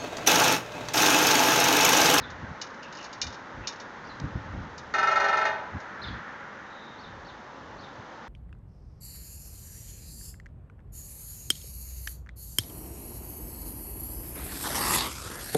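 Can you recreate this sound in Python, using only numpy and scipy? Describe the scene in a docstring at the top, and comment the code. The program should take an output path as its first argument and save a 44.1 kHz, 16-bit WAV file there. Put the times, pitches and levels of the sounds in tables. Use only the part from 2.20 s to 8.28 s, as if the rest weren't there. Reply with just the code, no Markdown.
"""Distant traffic washes throughout; far birds chirp and wind puffs at the microphone now and then.
First a woodpecker pecks a sheet-metal housing on a truck roof: bright noise ticks plus small ringing modes.
Late echoes trail the two loudest pecks; feet shift with faint ticks; a short dry click follows at 2 s.
At 2.7 s it drums one loud half-second roll: each stroke rings the panel modes, a dense clang and a crack.
A faint peck comes after the roll. Roll and pecks echo from the ground and the house fronts."""
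import sys
import numpy as np
from scipy import signal
from scipy.fft import rfft, irfft
from scipy.io import wavfile
from scipy.ndimage import uniform_filter1d

SR = 44100
rng = np.random.default_rng(int(sys.argv[2]) if len(sys.argv) > 2 else 0)


def unload_audio(sound):
    """Save the sound as a 16-bit wav file, at the path given as the first command line argument."""
    columns = np.transpose(np.atleast_2d(sound))
    # keep every value between -1 and 1, then stretch to whole-number steps
    steps = np.round(np.clip(columns, -1, 1) * 32767)
    wavfile.write(sys.argv[1], SR, steps.astype(np.int16))


N = 268172
TIME = np.arange(N) / SR
RING_TIME = TIME[:SR]   # each strike rings for 1 s at most


# Panel modes of the housing. Each row: frequency in Hz, relative level in dB, t60 in s.
PANEL_MODES = [(425, -39, 0.25), (570, -37.5, 0.7), (632, -36.5, 0.6), (661, -39, 0.5), (777, -34.6, 0.65),
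               (831, -39.3, 0.65), (861, -33, 0.6), (943, -38, 0.8), (978, -43, 0.7), (1003, -40.6, 0.8),
               (1187, -40.5, 0.65), (1283, -34.5, 0.7), (1321, -24.5, 0.33), (1343, -27, 0.37),
               (1521, -28, 0.33), (1669, -40.5, 0.4), (1793, -31, 0.5), (1850, -29, 0.32),
               (2121, -31, 0.24), (2466, -39.5, 0.4), (2508, -40, 0.32), (2845, -45, 0.35),
               (3255, -51, 0.5), (3671, -44, 0.33), (4205, -41, 0.2), (4676, -50, 0.22), (5150, -53, 0.16),
               (5672, -55, 0.3), (5990, -56, 0.3), (6419, -53, 0.33)]
# Spectrum of its dense weaker modes. Each row: frequency in Hz, relative density in dB per Hz.
CLANG_SPECTRUM = [(250, -14.5), (400, -5), (500, -13), (650, -4.5), (900, -8), (1100, -9.5), (1600, -5),
                  (1900, -3.5), (2300, -7), (3200, -19), (4200, -17.5), (6500, -35.5), (7500, -23.5)]
# Colour of beak noise, in strokes and pecks. 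Each row: frequency in Hz, relative density in dB per Hz.
BEAK_SPECTRUM = [(1200, -25.5), (2000, -8), (2400, -8), (2950, -8), (3400, -7.5), (4000, 0.5), (5100, 2),
                 (5900, 0.5), (6400, -1), (6900, -2.5), (7600, -26), (9000, -16)]


def drum_roll(panel_db=-1.0, treble_db=1.5, clang_db=-30.5, scatter_db=-35.0, crack_db=-42.5,
              crack_t60_s=0.14, panel_rise_s=0.003, contact_rise_s=0.00074, valley_db=-10.0, cluster_hz=52.7):
    """Every stroke hits the same spot, so its ring adds to or cancels what still rings from earlier ones."""
    mode_hz, mode_db, t60_s = np.transpose(PANEL_MODES)
    # neighbouring modes start in opposite directions, so close pairs beat
    turn = np.arange(len(mode_hz)) / 2 + rng.normal(0, 0.12, len(mode_hz))
    decays = np.array([fade(t60) for t60 in t60_s])
    modes = decays * np.sin(2 * np.pi * (mode_hz[:, None] * RING_TIME + turn[:, None]))
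    # a harder contact mostly feeds the high modes: 0 up to 1500 Hz, 1 from 6000 Hz
    high = np.clip(np.log(mode_hz / 1500) / np.log(4), 0, 1)
    clang = clustered(CLANG_SPECTRUM, valley_db, cluster_hz)
    crack_spectrum = clustered(BEAK_SPECTRUM, valley_db / 2, cluster_hz)
    weak_modes = from_db(clang_db) * dense_ring(clang)
    build_up = 1 - np.exp(-RING_TIME / panel_rise_s)   # bending waves need a moment to fill the box
    contact = 1 - np.exp(-RING_TIME / contact_rise_s)
    out = np.zeros(N)
    for start_s, force_db, bright_db in strokes():
        treble = high * (treble_db + bright_db + rng.normal(0, 1.2, len(mode_hz)))
        panel = from_db(panel_db + mode_db + treble) @ modes
        scatter = from_db(scatter_db) * dense_ring(clang)   # the beak never lands quite alike
        crack = from_db(crack_db + bright_db) * noise(crack_spectrum, size=SR) * fade(crack_t60_s)
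        ring = build_up * (panel + weak_modes + scatter)
        add(out, start_s, from_db(force_db) * ring + contact * crack)
    return out


# Beak strokes, about 23 a second and quickening slightly. Each row: start in seconds, force in dB.
ROLL_STROKES = [(2.7378, 0.5), (2.7825, -1.5), (2.8271, -1.5), (2.8710, 0), (2.9128, -2), (2.9566, 0.5),
                (2.9987, 0), (3.0410, -0.5), (3.0835, -2.5), (3.1265, 0), (3.1695, -2.5), (3.2104, -1.5),
                (3.2510, -0.5)]


def strokes(bright_db=1.0, glancing_db=-10.5, glancing_from=9):
    """Start, force and brightness of each stroke; late in the roll every other one lands duller."""
    rows = []
    for k, (start_s, force_db) in enumerate(ROLL_STROKES):
        glancing = k >= glancing_from and k % 2 == 1
        rows.append((start_s, force_db, bright_db + glancing_db * glancing))
    return rows


def clustered(spectrum, valley_db, width_hz):
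    """The weak modes crowd around the panel modes and thin out between them."""
    hz = np.geomspace(spectrum[0][0], spectrum[-1][0], num=900)
    distance_hz = np.min(np.abs(hz[:, None] - np.array(PANEL_MODES)[:, 0]), axis=1)
    # width_hz holds at 1 kHz and grows with the root of frequency
    near = np.exp(-(distance_hz / (width_hz * np.sqrt(hz / 1000))) ** 2)
    return np.c_[hz, at_hz(spectrum, hz) + valley_db * (1 - near)]


# Decay of the dense modes. Each row: frequency in Hz, t60 in s.
CLANG_DECAY = [(400, 0.74), (1000, 0.98), (2000, 0.42), (4000, 0.52), (7000, 0.23)]


def dense_ring(spectrum):
    """Close-packed modes, each frequency band dying at its own rate."""
    modes = rfft(noise(spectrum, size=SR))
    hz = np.arange(SR // 2 + 1)
    edges_hz = np.geomspace(150, 12000, 14)
    out = np.zeros(SR)
    for low, high in zip(edges_hz, edges_hz[1:]):
        band = irfft(modes * (hz >= low) * (hz < high), SR)
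        out += band * fade(at_hz(CLANG_DECAY, np.sqrt(low * high)))
    return out


# Pecks, and the late echoes that follow the two loudest at 1.015 and 1.4716 s.
# Each row: start in seconds, relative level in dB.
PECKS_AND_LATE_ECHOES = [(0.102, -25), (0.414, -9), (0.629, -23.5), (0.725, -21.5), (0.842, -20),
                         (0.928, -18), (1.015, -2), (1.067, -17.5), (1.125, -22.5), (1.4716, -5),
                         (1.5997, -21.5), (2.579, -19.5), (3.601, -29)]
# Small, high modes of a light peck. Each row: frequency in Hz, width in Hz (wider dies sooner),
# relative level in dB.
SMALL_MODES = [(2394, 11, 2), (2420, 53, -19), (2920, 100, 8.5), (3500, 5, -13.5), (3920, 46, -3.5),
               (3700, 30, 6), (4460, 36, -38), (4960, 59, 0), (5530, 28, 3), (6170, 67, 4),
               (6500, 21, -3.5), (6640, 18, -20)]


def pecks(tick_db=-23.5, ring_db=-41.0, peck_t60_s=0.1, ring_longer=1.46, contact_rise_s=0.00071,
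          snap_gain=0.86, snap_s=0.0018, click_at_s=2.0, click_db=-6, click_t60_s=0.0076):
    """A light touch gives a bright tick and a short ring; late echoes and the click are made alike."""
    sounds = [(start_s, db, peck_t60_s) for start_s, db in PECKS_AND_LATE_ECHOES + claw_ticks()]
    sounds.append((click_at_s, click_db, click_t60_s))
    snap = 1 + snap_gain * np.exp(-RING_TIME / snap_s)   # the first instant is harder than the ring
    contact = 1 - np.exp(-RING_TIME / contact_rise_s)
    out = np.zeros(N)
    for start_s, db, t60_s in sounds:
        ring = np.zeros(SR)
        for hz, width_hz, mode_db in SMALL_MODES:
            gain = from_db(mode_db + rng.normal(0, 2.5))
            tone = np.sin(2 * np.pi * (hz * RING_TIME + rng.random()))
            ring += gain * tone * fade(ring_longer * t60_s * np.sqrt(40 / width_hz))
        tick = noise(BEAK_SPECTRUM, size=SR) * fade(t60_s) * snap
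        tick_and_ring = from_db(tick_db) * tick + from_db(ring_db) * ring
        add(out, start_s, from_db(db) * contact * tick_and_ring)
    return out


def claw_ticks(count=6, from_s=0.75, to_s=0.85, level_db=-24.5, scatter_db=2.5):
    """Faint, uneven ticks as the bird shifts its feet: (start in seconds, relative level in dB)."""
    step, strength = rng.uniform(-1, 1, (count, 2)).T
    start_s = np.linspace(from_s, to_s, count) + step * (to_s - from_s) / count / 2
    return list(zip(start_s, level_db + scatter_db * strength))


# Echoes from the ground and the house fronts. Each row: delay in seconds, relative level in dB.
STREET_ECHOES = [(.0151, -10), (.052, -9.5), (.087, -16), (.128, -14)]


def street(x, echo_db=-5.0, wall_hz=4000.0):
    """A few echoes come back from the ground and the houses, dulled by a gentle lowpass."""
    lowpass = signal.butter(1, wall_hz, fs=SR, output="sos")
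    dull = signal.sosfilt(lowpass, x + 1e-18)
    out = x.copy()
    for delay_s, db in STREET_ECHOES:
        add(out, delay_s, from_db(db + echo_db) * dull)
    return out


# A small bird's call, a flick up that falls to a lower note. Each row: seconds into the unstretched call,
# pitch as a share of the call's reference pitch, relative level in dB.
CALL_CONTOUR = [(0, .82, -13), (0.018, .95, -2), (.03, 0.91, -5), (.042, 1.17, -7), (.055, 0.95, -8),
                (.075, .79, 2), (0.093, .79, -1.5), (.12, 0.56, -17)]
# Its calls. Each row: start in seconds, reference pitch in Hz, stretch of the contour, relative level in dB.
CALLS = [(-.05, 4500, 1.2, -47), (1.838, 5140, 0.87, -51.5), (3.815, 4450, 0.38, -37.5),
         (3.868, 4290, 0.246, -40.5), (4.775, 4670, 0.94, -51.5), (5.046, 4690, 0.6, -51.5),
         (5.578, 4650, 0.82, -52)]
# Soft whistles of other birds. Each row: start in seconds, length in seconds, first pitch in Hz,
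# relative level in dB.
SOFT_WHISTLES = [(0.619, 0.0514, 2850, -46), (.765, 0.069, 2880, -45.5), (1.421, 0.059, 2750, -49),
                 (4.42, 0.43, 3840, -56)]


def birds(call_waver_hz=138.0, whistle_waver_hz=152.3, whistle_sag=0.049, scatter_db=-1.5, yard_t60_s=0.44):
    """Two-note calls and slightly sinking whistles, smeared by trees and walls on their long way."""
    out = np.zeros(N)
    shape_s, shape_ratio, shape_db = np.transpose(CALL_CONTOUR)
    for start_s, top_hz, stretch, db in CALLS:
        t = np.arange(int(shape_s[-1] * stretch * SR)) / SR / stretch
        level = from_db(db + np.interp(t, shape_s, shape_db))
        pitch_hz = top_hz * np.interp(t, shape_s, shape_ratio)
        add(out, start_s, level * whistle(pitch_hz, call_waver_hz))
    for start_s, length_s, hz, db in SOFT_WHISTLES:
        along = np.linspace(0, 1, int(length_s * SR))
        level = from_db(db) * np.sin(np.pi * along)
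        pitch_hz = hz * (1 - whistle_sag * along)
        add(out, start_s, level * whistle(pitch_hz, whistle_waver_hz))
    yard = rng.standard_normal(SR) * fade(yard_t60_s)
    smeared = signal.fftconvolve(out, yard / np.linalg.norm(yard))[:N]
    return out + from_db(scatter_db) * smeared


def whistle(pitch_hz, waver_hz):
    """A near-pure tone that wavers about its pitch; waver_hz is the rms deviation."""
    waver = waver_hz * rms_one(uniform_filter1d(rng.standard_normal(len(pitch_hz)), size=60))
    return np.sin(2 * np.pi * np.cumsum(pitch_hz + waver) / SR)


# Gusts. Each row: peak time in seconds, length in seconds (between the 1/e points of power), level in dB.
WIND_PUFFS = [(0.005, 0.051, -41.5), (0.242, 0.02, -34.5), (0.311, 0.039, -39), (1.074, 0.048, -41),
              (1.396, 0.065, -41), (2.045, 0.043, -30.5), (2.163, 0.028, -29.5), (2.37, 0.12, -36),
              (3.557, 0.031, -32), (3.911, 0.1, -38), (5.8, .016, -44)]
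# Light breeze between the gusts. Each row: time in seconds, level in dB.
LIGHT_BREEZE = [(0, -52), (.2, -47), (.5, -69), (1.6, -67), (2.2, -43.5), (2.8, -56.5), (4.6, -69),
                (4.95, -49), (5.3, -63), (5.55, -51), (6.08, -76)]


def wind():
    """Breeze and puffs buffet the microphone with a low flutter."""
    power = from_db(np.interp(TIME, *np.transpose(LIGHT_BREEZE))) ** 2
    for peak_s, length_s, db in WIND_PUFFS:
        power += from_db(db) ** 2 * np.exp(-(2 * (TIME - peak_s) / length_s) ** 2)
    # Hz, relative dB per Hz
    flutter_spectrum = [(35, -9.0), (70, -0.5), (100, -1.5), (170, -7.5), (280, -12.0), (450, -34.0),
                        (900, -38.5)]
    flutter = noise(flutter_spectrum, size=N)
    # even out the noise's own swells so the gusts and breeze set the level
    evened = flutter / np.sqrt(uniform_filter1d(flutter ** 2, size=1500) + 1e-6)
    return np.sqrt(power) * evened


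# Distant traffic. Each row: frequency in Hz, relative density in dB per Hz.
ROAD_SPECTRUM = [(15, -43.5), (25, -17.5), (225, -0.5), (408, -4.5), (557, -0.5), (674, -5.5), (856, 0.5),
                 (1140, -1.5), (1410, 0), (1840, -2.5), (2510, -16), (3760, -19), (4550, -24),
                 (6360, -25.5), (7520, -39), (9780, -88), (16500, -120)]
# Its swell. Each row: time in seconds, relative road rumble in dB, relative tyre hiss in dB.
ROAD_SWELL = [(0, 1.5, 3), (.6, 1.5, 0), (1.7, 1.5, 1), (2.7, 1, -1), (3.95, 1, 5.5), (4.7, -0.5, -1),
              (5.3, 0.5, -4), (6.08, 1.5, -2)]


def traffic(level_db=-44.0, tyre_low_hz=1150.0, tyre_high_hz=2600.0):
    """Far road noise whose tyre band swells as cars go by."""
    swell_s, rumble_points, tyre_points = np.transpose(ROAD_SWELL)
    rumble_db = np.interp(TIME, swell_s, rumble_points)
    tyre_db = np.interp(TIME, swell_s, tyre_points)
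    road = noise(ROAD_SPECTRUM, size=N)
    tyre_band = signal.butter(2, [tyre_low_hz, tyre_high_hz], "band", fs=SR, output="sos")
    tyres = signal.sosfiltfilt(tyre_band, road)
    return from_db(level_db) * (from_db(rumble_db) * (road - tyres) + from_db(tyre_db) * tyres)


def from_db(db):
    """Decibels to gain."""
    return 10 ** (np.asarray(db) / 20)


def rms_one(x):
    """Scale to unit rms."""
    return x / np.sqrt(np.mean(x ** 2) + 1e-20)


def at_hz(points, hz):
    """Read a table on a log-frequency axis."""
    known_hz, value = np.transpose(points)
    return np.interp(np.log(np.maximum(hz, 1)), np.log(known_hz), value)


def noise(spectrum, size):
    """Noise of a given colour, rms 1, falling away beyond the ends of its table."""
    hz = np.arange(size // 2 + 1) * SR / size + 1
    low_end = 1 / (1 + (spectrum[0][0] / hz) ** 4)
    high_end = 1 / (1 + (hz / spectrum[-1][0]) ** 16)
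    phase = np.exp(2j * np.pi * rng.random(len(hz)))
    return rms_one(irfft(from_db(at_hz(spectrum, hz)) * low_end * high_end * phase, size))


def fade(t60_s):
    """Free decay of a struck part, 60 dB in t60_s (3 ms at least)."""
    return from_db(-60 * RING_TIME / max(t60_s, 0.003))


def add(track, start_s, sound):
    """Mix a sound into the track at start_s, cutting what falls outside."""
    start = round(start_s * SR)
    low, high = max(start, 0), min(start + len(sound), N)
    track[low:high] += sound[low - start:high - start]


def scene():
    """The woodpecker on its housing, in the open street."""
    woodpecker = street(drum_roll() + pecks())
    return (woodpecker + birds() + wind() + traffic())[None]


def record(dry, cutoff_hz=7900):
    """The recorder keeps only the band below its steep cut-off."""
    return signal.sosfilt(signal.butter(14, cutoff_hz, fs=SR, output="sos"), dry)


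dry = scene()
out = record(dry)
unload_audio(out)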